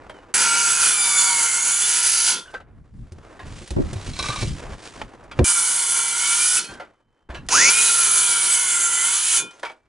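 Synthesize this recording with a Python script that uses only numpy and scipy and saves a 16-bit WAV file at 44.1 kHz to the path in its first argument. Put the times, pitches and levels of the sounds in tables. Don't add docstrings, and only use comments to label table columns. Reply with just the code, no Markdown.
import sys
import numpy as np
from scipy import signal
from scipy.fft import rfft, irfft
from scipy.io import wavfile
from scipy.ndimage import uniform_filter1d, map_coordinates

SR = 44100
rng = np.random.default_rng(int(sys.argv[2]) if len(sys.argv) > 2 else 0)


def file_out(sig):
    cols = np.atleast_2d(sig).T
    lim = np.clip(cols, -1, 1)
    pcm = np.round(lim * 32767).astype(np.int16)
    wavfile.write(sys.argv[1], SR, pcm)


N = 435708
T = np.arange(N) / SR
HZ = np.maximum(np.arange(N // 2 + 1) * SR / N, 1)

# heard from in seconds, teeth bite in seconds, trigger released in seconds, chip level in dB,
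# blade ring minus chips in dB, housing minus chips in dB, braking in dB per second.
CUTS = [(0.339, 0.34, 2.318, -20, -10.5, -22, -300), (5.443, 5.06, 6.575, -20, -14.5, -25.5, -260),
        (7.496, 7.7, 9.385, -19.5, -13.5, -25, -480)]
# time in seconds, gear mesh in Hz, whine level in dB.
SPEED = [
    [(0.339, 2377, -30), (0.44, 2527, -35), (0.58, 2570, -39), (0.78, 2504, -35.5), (1.013, 2312, -35),
     (1.349, 2162, -31), (1.518, 2098, -36), (1.686, 2178, -35.5), (1.855, 2381, -46.5), (2.192, 2529, -42),
     (2.36, 2486, -75.5)],
    [(5.444, 2368, -36.5), (5.612, 2239, -35), (5.948, 2048, -49.5), (6.116, 2043, -40.5),
     (6.284, 2254, -35.5), (6.452, 2395, -32), (6.62, 2455, -50)],
    [(7.495, 2520, -31.5), (7.76, 2520, -25), (7.917, 2505, -33), (8.053, 2399, -36), (8.6, 2164, -37.5),
     (8.873, 1978, -41), (9.01, 2019, -32.5), (9.147, 2235, -41), (9.283, 2516, -41), (9.42, 2460, -45)],
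]
# frequency in Hz, density in dB per Hz.
SPRAY_COLOURS = [
    [(940, -48), (1600, -7.5), (2190, -7.5), (3950, -10), (4750, -4.5), (5240, -7.5), (6510, -1.5),
     (7900, -1), (8700, -6), (9400, -1), (11000, 1.5), (14300, -36)],
    [(940, -50.5), (1600, -14.5), (2320, -12), (2640, -18.5), (3030, -9.5), (4080, -14), (6460, -6.5),
     (11000, -1.5), (14300, -41)],
    [(1530, -27), (2600, -6), (3330, -18.5), (6710, 0), (7700, -10), (11000, -10.5), (14300, -51.5)],
    [(940, -52.5), (1600, -6.5), (2770, -8.5), (3050, -1), (3700, -6.5), (5370, -6.5), (7230, 1.5),
     (8500, -0.5), (9500, 3), (11000, 4.5), (14300, -40.5)],
]
SPRAY_SPANS = [(0, 3), (5, 7), (7, 7.7), (7.7, 10)]
# frequency in Hz, level in dB, t60 in seconds.
LOW_BLADE_MODES = [(951.8, -6, 0.088), (1027, -11.5, 0.04), (1390, -0.5, .14), (1427, -8, .08),
                   (1470, -5.5, 0.075), (1570, -13, 0.1)]
HIGH_BLADE_MODES = [(2310, -30, 0.13), (3040, -26, .08), (3090, -27.5, 0.14), (3480, -25.5, 0.15),
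                    (4280, -31, 0.14), (4820, -28, 0.04), (5710, -27.5, 0.14), (6400, -24, 0.079),
                    (6550, -18, 0.079), (7210, -20, .05), (7900, -20, 0.046), (9320, -20.5, 0.053),
                    (9800, -16.5, 0.13), (10100, -23.5, 0.041), (10760, -13, 0.041)]
# frequency in Hz, density in dB per Hz.
HOUSING_COLOUR = [(30, -27.5), (50, -19), (90, -28), (150, -21), (380, -12.5), (700, -14), (1000, -11.5),
                  (1400, -18.5), (2500, -32)]
# one shaft turn below and one above the mesh, in dB against the chips.
SIDEBANDS = [(-25, -26), (-30, -16), (-17.5, -19)]
# one shaft turn below, one above and two above the mesh, in dB against the whine.
SPIN_UP_SIDEBANDS_DB = (-16, -13.5, -16.5)
# from and to in seconds, overtone number, level in dB.
SINGING = [ (0.364, 0.825, 6, -29.5), (0.854, 1.45, 1, -45), (1.05, 1.5, 2, -40), (8.0, 8.901, 2, -45),
           (0.854, 1.458, 6, -27.5), (0.92, 1.36, 4, -33), (0.898, 1.097, 8, -24.5), (0.92, 1.4, 0.67, -45),
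           (0.96, 1.299, 3, -34), (1.28, 1.396, 7, -30), (1.54, 1.85, 6, -29), (5.44, 5.849, 8, -31.5),
           (5.44, 5.7, 7, -27.5), (5.496, 5.62, 6, -32.5), (5.45, 5.62, 4, -35.5), (6.248, 6.503, 8, -26.5),
           (7.72, 7.97, 3, -35), (7.75, 8.25, 8, -27), (8.198, 8.48, 8, -29), (8.42, 8.624, 7, -23),
           (8.677, 9.102, 7, -26), ]
# frequency in Hz, density in dB per Hz.
GROAN_COLOUR = [(80, -22.5), (160, -1.5), (420, 0.5), (800, -22)]
GROANS_DB = [-43.5, -46, -42.5]
# start in seconds, frequency in Hz, peak in dB
# before the guard damps it, decay time constant of the shaking in seconds, t60 in seconds.
FREE_RINGS = [ (2.33, 3486, -35, .05, .25), (2.33, 3227, -33, .03, .3), (2.545, 1560, -25, .015, .08),
              (2.33, 7714, -42, 0.032, 0.2), (2.45, 1520, -38, 0.15, 0.063), (2.478, 2910, -45, .01, .04),
              (6.565, 2580, -21, .015, 0.048), (6.59, 4280, -28.5, .03, 0.38),
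              (6.639, 2520, -36, .03, 0.18), (6.65, 3196, -43, .04, 0.22), (6.68, 1560, -35, 0.11, 0.065),
              (6.681, 242, -37.5, 0.078, 0.052), (9.375, 2445, -28, .025, 0.45),
              (9.375, 3480, -26.5, 0.029, .3), (9.4, 3055, -38, .04, .2), (9.53, 6300, -52, .01, .12),
              (9.42, 1388, -43.5, .06, 0.13), ]
# start in seconds, level in dB, pitch in Hz, shell rattle in dB against
BUMPS = [(3.118, -28.5, 84.5, -4, 0.22), (3.612, -33, 193, 2, 0.82), (3.707, -21.5, 61.9, 0, 0.15),
         (3.763, -13, 153, 4, -0.87), (3.782, -13, 210, 6, -0.61), (3.797, -11.5, 300, 1, -0.76),
         (3.926, -22.5, 129, 0.5, 0.38), (3.957, -16.5, 99, -14, 0.013), (4.204, -25, 67.3, -0.5, 0.74),
         (4.289, -19, 122, -3.5, 0.95), (4.423, -13.5, 117, -1.5, 0.68), (5.389, -6, 113.2, 3.5, 0.62),
         (5.41, -7.5, 71, -7.5, 0.82), (7.295, -25.5, 60.7, -11.5, 1)]
# start in seconds, body peak in dB, crack in dB against the body,
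# pitch factor for the size, rattle decay in seconds.
KNOCKS = [(0.095, -24, -7, 1.04, 0.013), (2.539, -20, -34, 0.89, 0.017), (2.601, -34.5, -33, 0.93, 0.015),
          (3.391, -30, -14, 1.18, 0.03), (5.015, -16.5, -26, 1.44, 0.005), (5.313, -25, -11, 1.57, 0.013),
          (5.389, -12.5, -18, 1.135, 0.0049), (6.797, -23.5, -25, 0.97, 0.023),
          (6.848, -39, -30, 1.04, 0.012), (7.301, -27, -25, 1.1, 0.02), (7.345, -25.5, -21, 1.85, 0.023),
          (9.63, -13.5, -10, 1.03, 0.012), (9.649, -21.5, -11, 1.55, 0.025), (9.695, -26, -21, 1.02, 0.018)]
# frequency in Hz, level in dB, t60 in seconds; each knock varies pitch and level.
WOOD_MODES = [(610, 2, 0.051), (784, -1.5, 0.029), (909, 4.5, 0.048), (1020, -12.5, 0.032),
              (1440, 0.5, 0.1), (1610, -1, 0.019), (2070, -5, 0.019), (3050, -9.5, 0.022)]
# start in seconds, peak in dB.
TICKS = [(2.5134, -42), (3.1208, -33.5), (3.676, -26), (3.706, -20.5), (3.9313, -24), (4.0447, -32),
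         (5.238, -45), (6.641, -24), (6.7391, -32), (7.464, -41), (7.4869, -10), (9.5087, -35),
         (9.5961, -36.5), (9.717, -44)]
# from and to in seconds, start and end pitch in Hz, level in dB.
QUIET_TONES = [(0.12, .21, 3150, 2900, -62), (6.855, 7.284, 3044, 3090, -81.5),
               (9.73, 9.88, 2370, 2300, -79.5)]
# start in seconds, peak in dB, added level of modes under 2 kHz in dB.
SLIPS = [(3.958, -33, -8), (4.012, -34, -10), (4.134, -26.5, -12), (4.166, -26, -3.5), (4.19, -13.5, -1.5),
         (4.224, -21, -9), (4.239, -21, 13.5), (4.257, -18, 2), (4.285, -16, -2), (4.301, -17.5, 2.5),
         (4.329, -23, 14), (4.359, -18.5, 4), (4.387, -21.5, -0.5), (4.412, -23, -8), (4.427, -19.5, -9)]
# frequency in Hz, width in Hz, level in dB.
DECK_MODES = [(1185, 50, 0.5), (1495, 38, -7), (2340, 72, -4), (2653, 63, -9.5), (3350, 99, -11),
              (3906, 120, -2), (4320, 150, -7), (5350, 390, -6)]
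# time in seconds, levels of hand rumble, mid rustle and treble
# rustle in dB.
HANDLING = [
    [(0.0, -60, -47.5, -69), (0.162, -63, -47.5, -64), (0.337, -64, -50, -72)],
    [(2.4, -61, -57, -55), (2.57, -55, -51.5, -62), (2.66, -55.5, -56.5, -86), (2.95, -43, -66.5, -75.5),
     (3.37, -50, -43, -58), (3.64, -33, -53, -46), (3.84, -26.5, -45.5, -52), (4.0, -38.5, -40, -43),
     (4.23, -34.5, -47, -35.5), (4.35, -29, -41, -34), (4.47, -27.5, -47.5, -33.5), (4.66, -42, -39.5, -53),
     (4.87, -40, -44.5, -44), (5.09, -42.5, -44.5, -58), (5.3, -35, -49.5, -71), (5.44, -31, -39.5, -48.5)],
    [(6.64, -64, -45, -50), (6.74, -62, -42, -48), (6.828, -60, -45.5, -68), (6.968, -71, -67.5, -83),
     (7.283, -75, -68.5, -86)],
    [(7.287, -75.5, -37, -61.5), (7.335, -59.5, -39.5, -58.5), (7.36, -59, -39.5, -60),
     (7.395, -51, -54, -76), (7.484, -47, -53, -65)],
    [(9.47, -61, -48, -57), (9.582, -68, -55.5, -59), (9.718, -66, -59, -73), (9.88, -78.5, -69.5, -84)],
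]
FADE_IN_S = [.001, .08, .08, .006, .06]
# frequency in Hz, density in dB per Hz.
RUMBLE_COLOUR = [(15, -13), (25, 8.5), (110, 4.5), (300, -9), (500, -33), (900, -52.5)]
RUSTLE_COLOUR = [(150, -23.5), (300, -8), (560, -11), (1130, -14), (7600, -22.5), (11000, -31)]
# frequency in Hz, lead of the left in radians.
PORT_LEAD = [(60, 0), (600, -0.7), (1600, -0.4), (5250, -0.5), (10000, -0.3)]
# frequency in Hz, left minus right in dB.
PORT_TILT = [(300, -0.1), (1130, -0.4), (2020, -1), (3640, -0.5), (6540, -3.5), (11000, -0.6)]
# frequency in Hz, level in dB.
SCATTER = [(60, -12.5), (500, -18), (1200, -15.5), (4000, -15), (11000, -20.5)]

GEAR_TEETH, PINION_TEETH, BLADE_TEETH = 46, 9, 24
SLOTS = 4
SLOT_OVERTONE = 2 / 3
TRIGGER_S = 7.47
SPIN_UP_S, SPIN_UP_SHAPE = .109, 1.27
WIND_UP_S, RUN_DOWN_S = 0.035, .25
BITE_DB, BITE_S = 1.5, 0.11
RING_SAG_DB_S, HOUSING_SAG_DB_S = -4.5, -4
EXIT_DB, EXIT_S = 4.5, 0.087
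RING_BRAKE_DB_S, HOUSING_BRAKE_DB_S = -200, -120
COAST_DB, COAST_DB_S = -34.5, -130
FREE_RING_DB, FREE_HOUSING_DB, SPIN_UP_WHINE_DB = -1.5, 7, 11
IDLE_MESH_HZ = 2520
SIDEBAND_DB_PER_HZ = 0.3
MIDDLE_DB_PER_HZ = 0.0129
LINGER_DB_S, LINGER_S = 110, .06
BEAT_BELOW_HZ = 3350
WHINE_FROM_S = 7.515
STEADY_HZ, STEADY_DB = 1399, -4.5
SING_FADE_S, OVERTONE_FLOOR_DB = 0.093, -27.5
GROAN_S = .14
FREE_FOR_S, DAMPED_S = 0.12, 0.054
BUMP_CYCLES = 14.4
THUDS_STOP_S = 5.444
DRAG_FROM_S, DRAG_FADES_S, DRAG_DB = 4.18, 4.41, -40.5
TOP_HZ = 11000


def saw():
    gate, chips_db, ring_db, housing_db, free = cutting()
    (loaded_mesh, whine_db), spinning = play(SPEED)
    since_trigger = abs(T - TRIGGER_S)
    spin_up = 1 - np.exp(-(since_trigger / SPIN_UP_S) ** SPIN_UP_SHAPE)
    mesh = loaded_mesh * np.where(T > TRIGGER_S, spin_up, 1)
    turn = mesh / GEAR_TEETH
    shaft = mesh / PINION_TEETH
    bite = gate * undb(chips_db + .8 * walk(25))
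    clatter = turning_clatter(turn, shaft)
    strikes = tooth_strikes(bite, clatter)
    driven_db = whine_db + SPIN_UP_WHINE_DB * uniform_filter1d(free * gate, size=800)
    lines = gear_whine(mesh, turn, shaft, driven_db, chips_db, free, spinning)
    lines += tone(3 * turn, chips_db + housing_db - 15.5, 1.8)
    steady_hz = np.full(N, STEADY_HZ) + 8.7 * walk(6)
    lines += ~free * tone(steady_hz, chips_db + ring_db + STEADY_DB, 1.7)
    lines += ~free * singing(turn * BLADE_TEETH, chips_db)
    body = chip_spray(strikes, loaded_mesh) + blade(strikes, ring_db) + housing(bite, clatter, housing_db)
    return body + sum(spinning) * lines + groan() + free_rings()


def cutting():
    current = np.clip(np.searchsorted(np.array(CUTS)[:, 0], T) - 1, 0, None)
    start, bite, stop, chips, blade_db, body_db, brake = (np.array(column)[current] for column in zip(*CUTS))
    depth_s = np.clip(T, bite, stop) - bite
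    braked_s = np.maximum(T - stop, 0)
    free = T < bite
    brake_db = np.maximum(brake * braked_s, COAST_DB + COAST_DB_S * braked_s)
    exit_db = EXIT_DB * np.clip(1 + (T - stop) / EXIT_S, 0, 1)
    wind_up = np.where(free, np.clip((T - start) / WIND_UP_S, .1, 1), 1)
    gate = (T >= start) * (braked_s < RUN_DOWN_S) * wind_up
    chips_db = chips + brake_db + BITE_DB * ~free * np.exp(-depth_s / BITE_S)
    ring_db = blade_db + RING_SAG_DB_S * depth_s + RING_BRAKE_DB_S * braked_s + FREE_RING_DB * free
    housing_db = body_db + HOUSING_SAG_DB_S * depth_s + HOUSING_BRAKE_DB_S * braked_s + FREE_HOUSING_DB * free
    return uniform_filter1d(gate, size=40), chips_db, ring_db + exit_db - brake_db, housing_db + exit_db - brake_db, free


def turning_clatter(turn, shaft):
    by_blade = repeating(turn, count=1200, change=2.5)
    by_shaft = repeating(shaft, count=240, change=3.5)
    by_slot = repeating(SLOTS * turn, count=300, change=2.2)
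    return unit(by_blade + 0.4 * by_shaft + .6 * by_slot)


def tooth_strikes(bite, clatter):
    spray = rng.standard_normal(N) * undb(0.99 * walk(900))
    low_share = 1 / (1 + (HZ / BEAT_BELOW_HZ) ** 4)
    low = rfft(unit(clatter + 0.49 * spray)) * np.sqrt(low_share)
    high = rfft(unit(0.42 * clatter + spray)) * np.sqrt(1 - low_share)
    return bite * irfft(low + high, N)


def chip_spray(strikes, loaded_mesh):
    chips = np.zeros(N)
    for (start_s, end_s), spectrum in zip(SPRAY_SPANS, SPRAY_COLOURS):
        chips += colour((T >= start_s) * (T < end_s) * strikes, spectrum, 2500, 11300)
    linger_db = 0
    for cut in CUTS:
        linger_db = linger_db + LINGER_DB_S * np.clip(T - cut[2], 0, LINGER_S) * (T < cut[2] + RUN_DOWN_S)
    load_db = MIDDLE_DB_PER_HZ * (loaded_mesh - IDLE_MESH_HZ)
    return patchy(chips, depth_db=1.0, rate=7., middle_db=load_db + linger_db)


def blade(strikes, ring_db):
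    modes = np.zeros(N)
    for hz, db, t60 in HIGH_BLADE_MODES:
        modes += ring(strikes * undb(2.0 * walk(9)), hz, t60) * undb(db)
    for hz, db, t60 in LOW_BLADE_MODES:
        modes += ring(strikes * undb(ring_db + 1.1 * walk(14)), hz, t60) * undb(db)
    return high_pass(modes, 4, 700)


def housing(bite, clatter, housing_db):
    shaking = unit(clatter + 0.89 * rng.standard_normal(N))
    return colour(bite * undb(housing_db) * shaking, HOUSING_COLOUR, 170, 800)


def gear_whine(mesh, turn, shaft, driven_db, chips_db, free, spinning):
    throb = 1 + 0.4 * repeating(turn, count=12, change=12.)
    chatter = ramp(WHINE_FROM_S, 0.014) * undb(1.8 * walk(400))
    rough = np.where(free, chatter, 1)
    whine = tone(mesh, driven_db, np.where(free, 1., 1.6))
    octave = free * tone(2 * mesh, driven_db - 14.5, 3.5)
    lines = rough * throb * (whine + octave)
    spinning_up = (T > TRIGGER_S) * (T < CUTS[-1][1] + BITE_S)
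    for order, db in zip((-1, 1, 2), SPIN_UP_SIDEBANDS_DB):
        lines += rough * spinning_up * tone(mesh + order * shaft, driven_db + db, 3.)
    side_db = chips_db + SIDEBAND_DB_PER_HZ * (mesh - IDLE_MESH_HZ)
    for on, (below_db, above_db) in zip(spinning, SIDEBANDS):
        below = tone(mesh - shaft, side_db + below_db, 2.0)
        above = tone(mesh + shaft, side_db + above_db, 1.5)
        lines += on * (below + above)
    return lines


def singing(tooth, chips_db):
    out = np.zeros(N)
    for order in (SLOT_OVERTONE, *range(1, 9)):
        level = undb(chips_db + OVERTONE_FLOOR_DB) * (order >= 1)
        for start_s, end_s, overtone, db in SINGING:
            if abs(overtone - order) < .2:
                fall = 1 - ramp(end_s - SING_FADE_S, SING_FADE_S)
                level = level + undb(db) * ramp(start_s, SING_FADE_S) * fall
        out += level * tone(order * tooth, 0, 2.4)
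    return out


def groan():
    swells = sum(undb(db) * np.sin(np.pi * ramp(cut[2] - .02, GROAN_S)) for cut, db in zip(CUTS, GROANS_DB))
    return noise(GROAN_COLOUR, 150, 450) * swells


def free_rings():
    out, t = np.zeros(N), T[:SR // 2]
    guard = np.exp(-np.maximum(t - FREE_FOR_S, 0) / DAMPED_S)
    for s, hz, db, shaken_s, t60 in FREE_RINGS:
        shaking = rng.standard_normal(len(t)) * np.exp(-t / max(shaken_s, .002))
        rung = ring(shaking, hz, t60) * guard
        add(out, s, undb(db) * rung / abs(rung).max())
    return out


def bumps():
    out, t = np.zeros((2, N)), T[:SR // 2]
    for s, db, hz, shell_db, share in BUMPS:
        push = rng.standard_normal((2, len(t))) * (np.exp(-t / 0.026) + 0.68 * np.exp(-t / 0.0056))
        share = np.clip(share, -1, 1)
        push = np.array([push[0], share * push[0] + np.sqrt(1 - share ** 2) * push[1]])
        shell = ring(push, 352, 0.044) + 0.44 * ring(push, 494, 0.021) + ring(push, 207, 0.03)
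        swing = np.sin(2 * np.pi * hz * t) * 1000 ** (-t * hz / BUMP_CYCLES)
        thud = swing + undb(shell_db) * shell / abs(shell).max()
        if s < THUDS_STOP_S:
            thud[:, int((THUDS_STOP_S - s) * SR):] = 0
        add(out, s, undb(db) * thud * np.minimum(t / .004, 1))
    return out


def knocks():
    out, t = np.zeros(N), T[:SR // 3]
    for s, db, crack_db, size, rattle_s in KNOCKS:
        rattle = rng.standard_normal(len(t)) * np.exp(-t / max(rattle_s, .002))
        soft = rattle * np.minimum(t / 0.0044, 1)
        body = 2.6 * ring(rattle * np.minimum(t / 0.001, 1), 1300 * size, 0.0012)
        for hz, mode_db, t60 in WOOD_MODES:
            pitch_shift, level_shift = rng.standard_normal(2)
            mode_hz = hz * size * (1 + 0.015 * pitch_shift)
            body += ring(soft, mode_hz, t60) * undb(mode_db + 2 * level_shift)
        crack = undb(crack_db) * np.gradient(rattle) / 6.6
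        add(out, s, undb(db) * (body / abs(body).max() + crack))
    return out


def ticks():
    out, t = np.zeros(N), T[:SR // 3]
    for s, db in TICKS:
        tick = ring(rng.standard_normal(len(t)), 4500, 0.00015) * np.exp(-t / 0.0085)
        add(out, s, undb(db) * tick / abs(tick).max())
    return out


def quiet_tones():
    out = np.zeros(N)
    for start_s, end_s, start_hz, end_hz, db in QUIET_TONES:
        glide = np.interp(T, [start_s, end_s], [start_hz, end_hz]) + 8 * walk(150)
        on = uniform_filter1d(1. * (T > start_s) * (T < end_s), size=400)
        out += tone(glide, db, 0.87) * on
    return out


def scrape():
    out, t = np.zeros(N), T[:SR // 5]
    first_mode = np.arange(len(DECK_MODES)) == 0
    for s, db, low_db in SLIPS:
        slip = rng.standard_normal(len(t)) * (np.exp(-t / 0.0075) + 0.2 * np.exp(-t / 0.032))
        grip = 0.07 * np.exp(-abs(s - DRAG_FROM_S) / .025) * first_mode
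        drift = 1 - grip + 0.017 * rng.standard_normal(len(DECK_MODES))
        burst = deck(slip, drift, low_db)
        add(out, s, undb(db) * burst / abs(burst).max())
    rub = rng.standard_normal(N) * undb(3.4 * walk(120))
    rubbing = unit(deck(rub, np.ones(len(DECK_MODES)), -2.5))
    return out + undb(DRAG_DB) * ramp(DRAG_FROM_S, .03) * (1 - ramp(DRAG_FADES_S, 0.086)) * rubbing


def deck(x, drift, low_db):
    out = 0.55 * np.gradient(x)
    for (hz, width, db), shift in zip(DECK_MODES, drift):
        out += ring(x, hz * shift, 2.8 / width) * undb(db + low_db * (hz < 2000))
    return out


def handling():
    (rumble_db, mid_db, treble_db), gates = play(HANDLING)
    heard = np.zeros(N)
    for gate, rows, fade_s in zip(gates, HANDLING, FADE_IN_S):
        heard += gate * ramp(rows[0][0], fade_s)
    grains = noise(RUSTLE_COLOUR, 300, 1800) * undb(2.8 * np.tanh(walk(30)) + 1.6 * walk(300))
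    mid_share = 1 / (1 + (HZ / 1900) ** 4)
    mid, treble = (irfft(rfft(grains) * share, N) for share in (mid_share, 1 - mid_share))
    rustle = unit(mid) * undb(mid_db) + unit(treble) * undb(treble_db)
    both, apart = (noise(RUMBLE_COLOUR, 25, 250) for _ in range(2))
    rumble = (both + 0.29 * apart * np.array([[1], [-1]])) * undb(rumble_db + 4.54 * walk(14))
    return heard * rustle, heard * rumble


def undb(db):
    return 10 ** (np.asarray(db) / 20)


def unit(x):
    return x / np.sqrt(np.mean(x ** 2))


def along(points):
    hz, value = np.transpose(points)
    return np.interp(np.log(HZ), np.log(np.maximum(hz, 1)), value)


def colour(x, spectrum, low_hz, high_hz):
    gain = undb(along(spectrum))
    band_rms = np.sqrt(np.mean(gain ** 2 * (HZ > low_hz) * (HZ < high_hz)))
    return irfft(rfft(x) * gain, N) / band_rms


def noise(spectrum, low_hz, high_hz):
    return colour(rng.standard_normal(N), spectrum, low_hz, high_hz)


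def high_pass(x, order, hz):
    return signal.sosfilt(signal.butter(order, hz, "high", fs=SR, output="sos"), x)


def walk(rate):
    k = int(SR / rate)
    steps = np.repeat(rng.standard_normal(N // k + 1), k)
    return 1.99 * uniform_filter1d(uniform_filter1d(steps, k), k)[:N]


def ramp(s, length_s):
    return np.clip((T - s) / length_s, 0, 1)


def play(tables):
    s, *columns = np.vstack(tables).T
    gates = [uniform_filter1d(1. * (T >= rows[0][0]) * (T <= rows[-1][0]), size=40) for rows in tables]
    return [np.interp(T, s, column) for column in columns], gates


def ring(x, hz, t60):
    r = np.exp(-np.log(1000) / (t60 * SR))
    pole = r * np.exp(2j * np.pi * hz / SR)
    return signal.lfilter([np.sqrt(2 * (1 - r * r))], [1, -pole], x).imag


def tone(hz, db, waver):
    phase = 2 * np.pi * np.cumsum(hz) / SR + 0.25 * waver * walk(60)
    return np.sqrt(2) * undb(db + waver * walk(45)) * np.sin(phase)


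def repeating(hz, count, change):
    patterns = rng.standard_normal((int(T[-1] * change) + 2, count))
    place = np.cumsum(hz) / SR % 1 * (count - 1)
    return unit(map_coordinates(patterns, [T * change, place], order=1))


def patchy(x, depth_db, rate, middle_db):
    centres = np.log([2000, 3300, 5200, 7500, 10500])
    bins, out = rfft(x), np.zeros(N)
    for row in np.eye(len(centres)):
        region = irfft(bins * np.interp(np.log(HZ), centres, row), N)
        out += region * undb(depth_db * walk(rate) + middle_db * sum(row[:3]))
    return out


def add(track, s, sound):
    i = int(s * SR)
    track[..., i:i + sound.shape[-1]] += sound[..., :N - i]


def scene():
    rustle, rumble = handling()
    hits = high_pass(knocks() + ticks() + quiet_tones(), 3, 400)
    air = rfft(saw() + rustle + scrape() + hits)
    lean = undb(along(PORT_TILT) / 2) * np.exp(.5j * along(PORT_LEAD))
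    tail = rng.standard_normal(5000) * np.exp(-T[:5000] / 0.015)
    echo = rfft(tail / np.sqrt(np.sum(tail ** 2)), N) * undb(along(SCATTER))
    ports = np.array([lean + echo, 1 / lean - echo])
    return irfft(air * ports, N) + rumble + bumps()


def record(dry):
    rounded = np.tanh(1.075 * dry) / 1.144
    softened = signal.sosfilt(signal.butter(14, 12300, fs=SR, output="sos"), rounded)
    return signal.sosfilt(signal.ellip(10, .5, 48, TOP_HZ, fs=SR, output="sos"), softened)


dry = scene()
out = record(dry)
file_out(out)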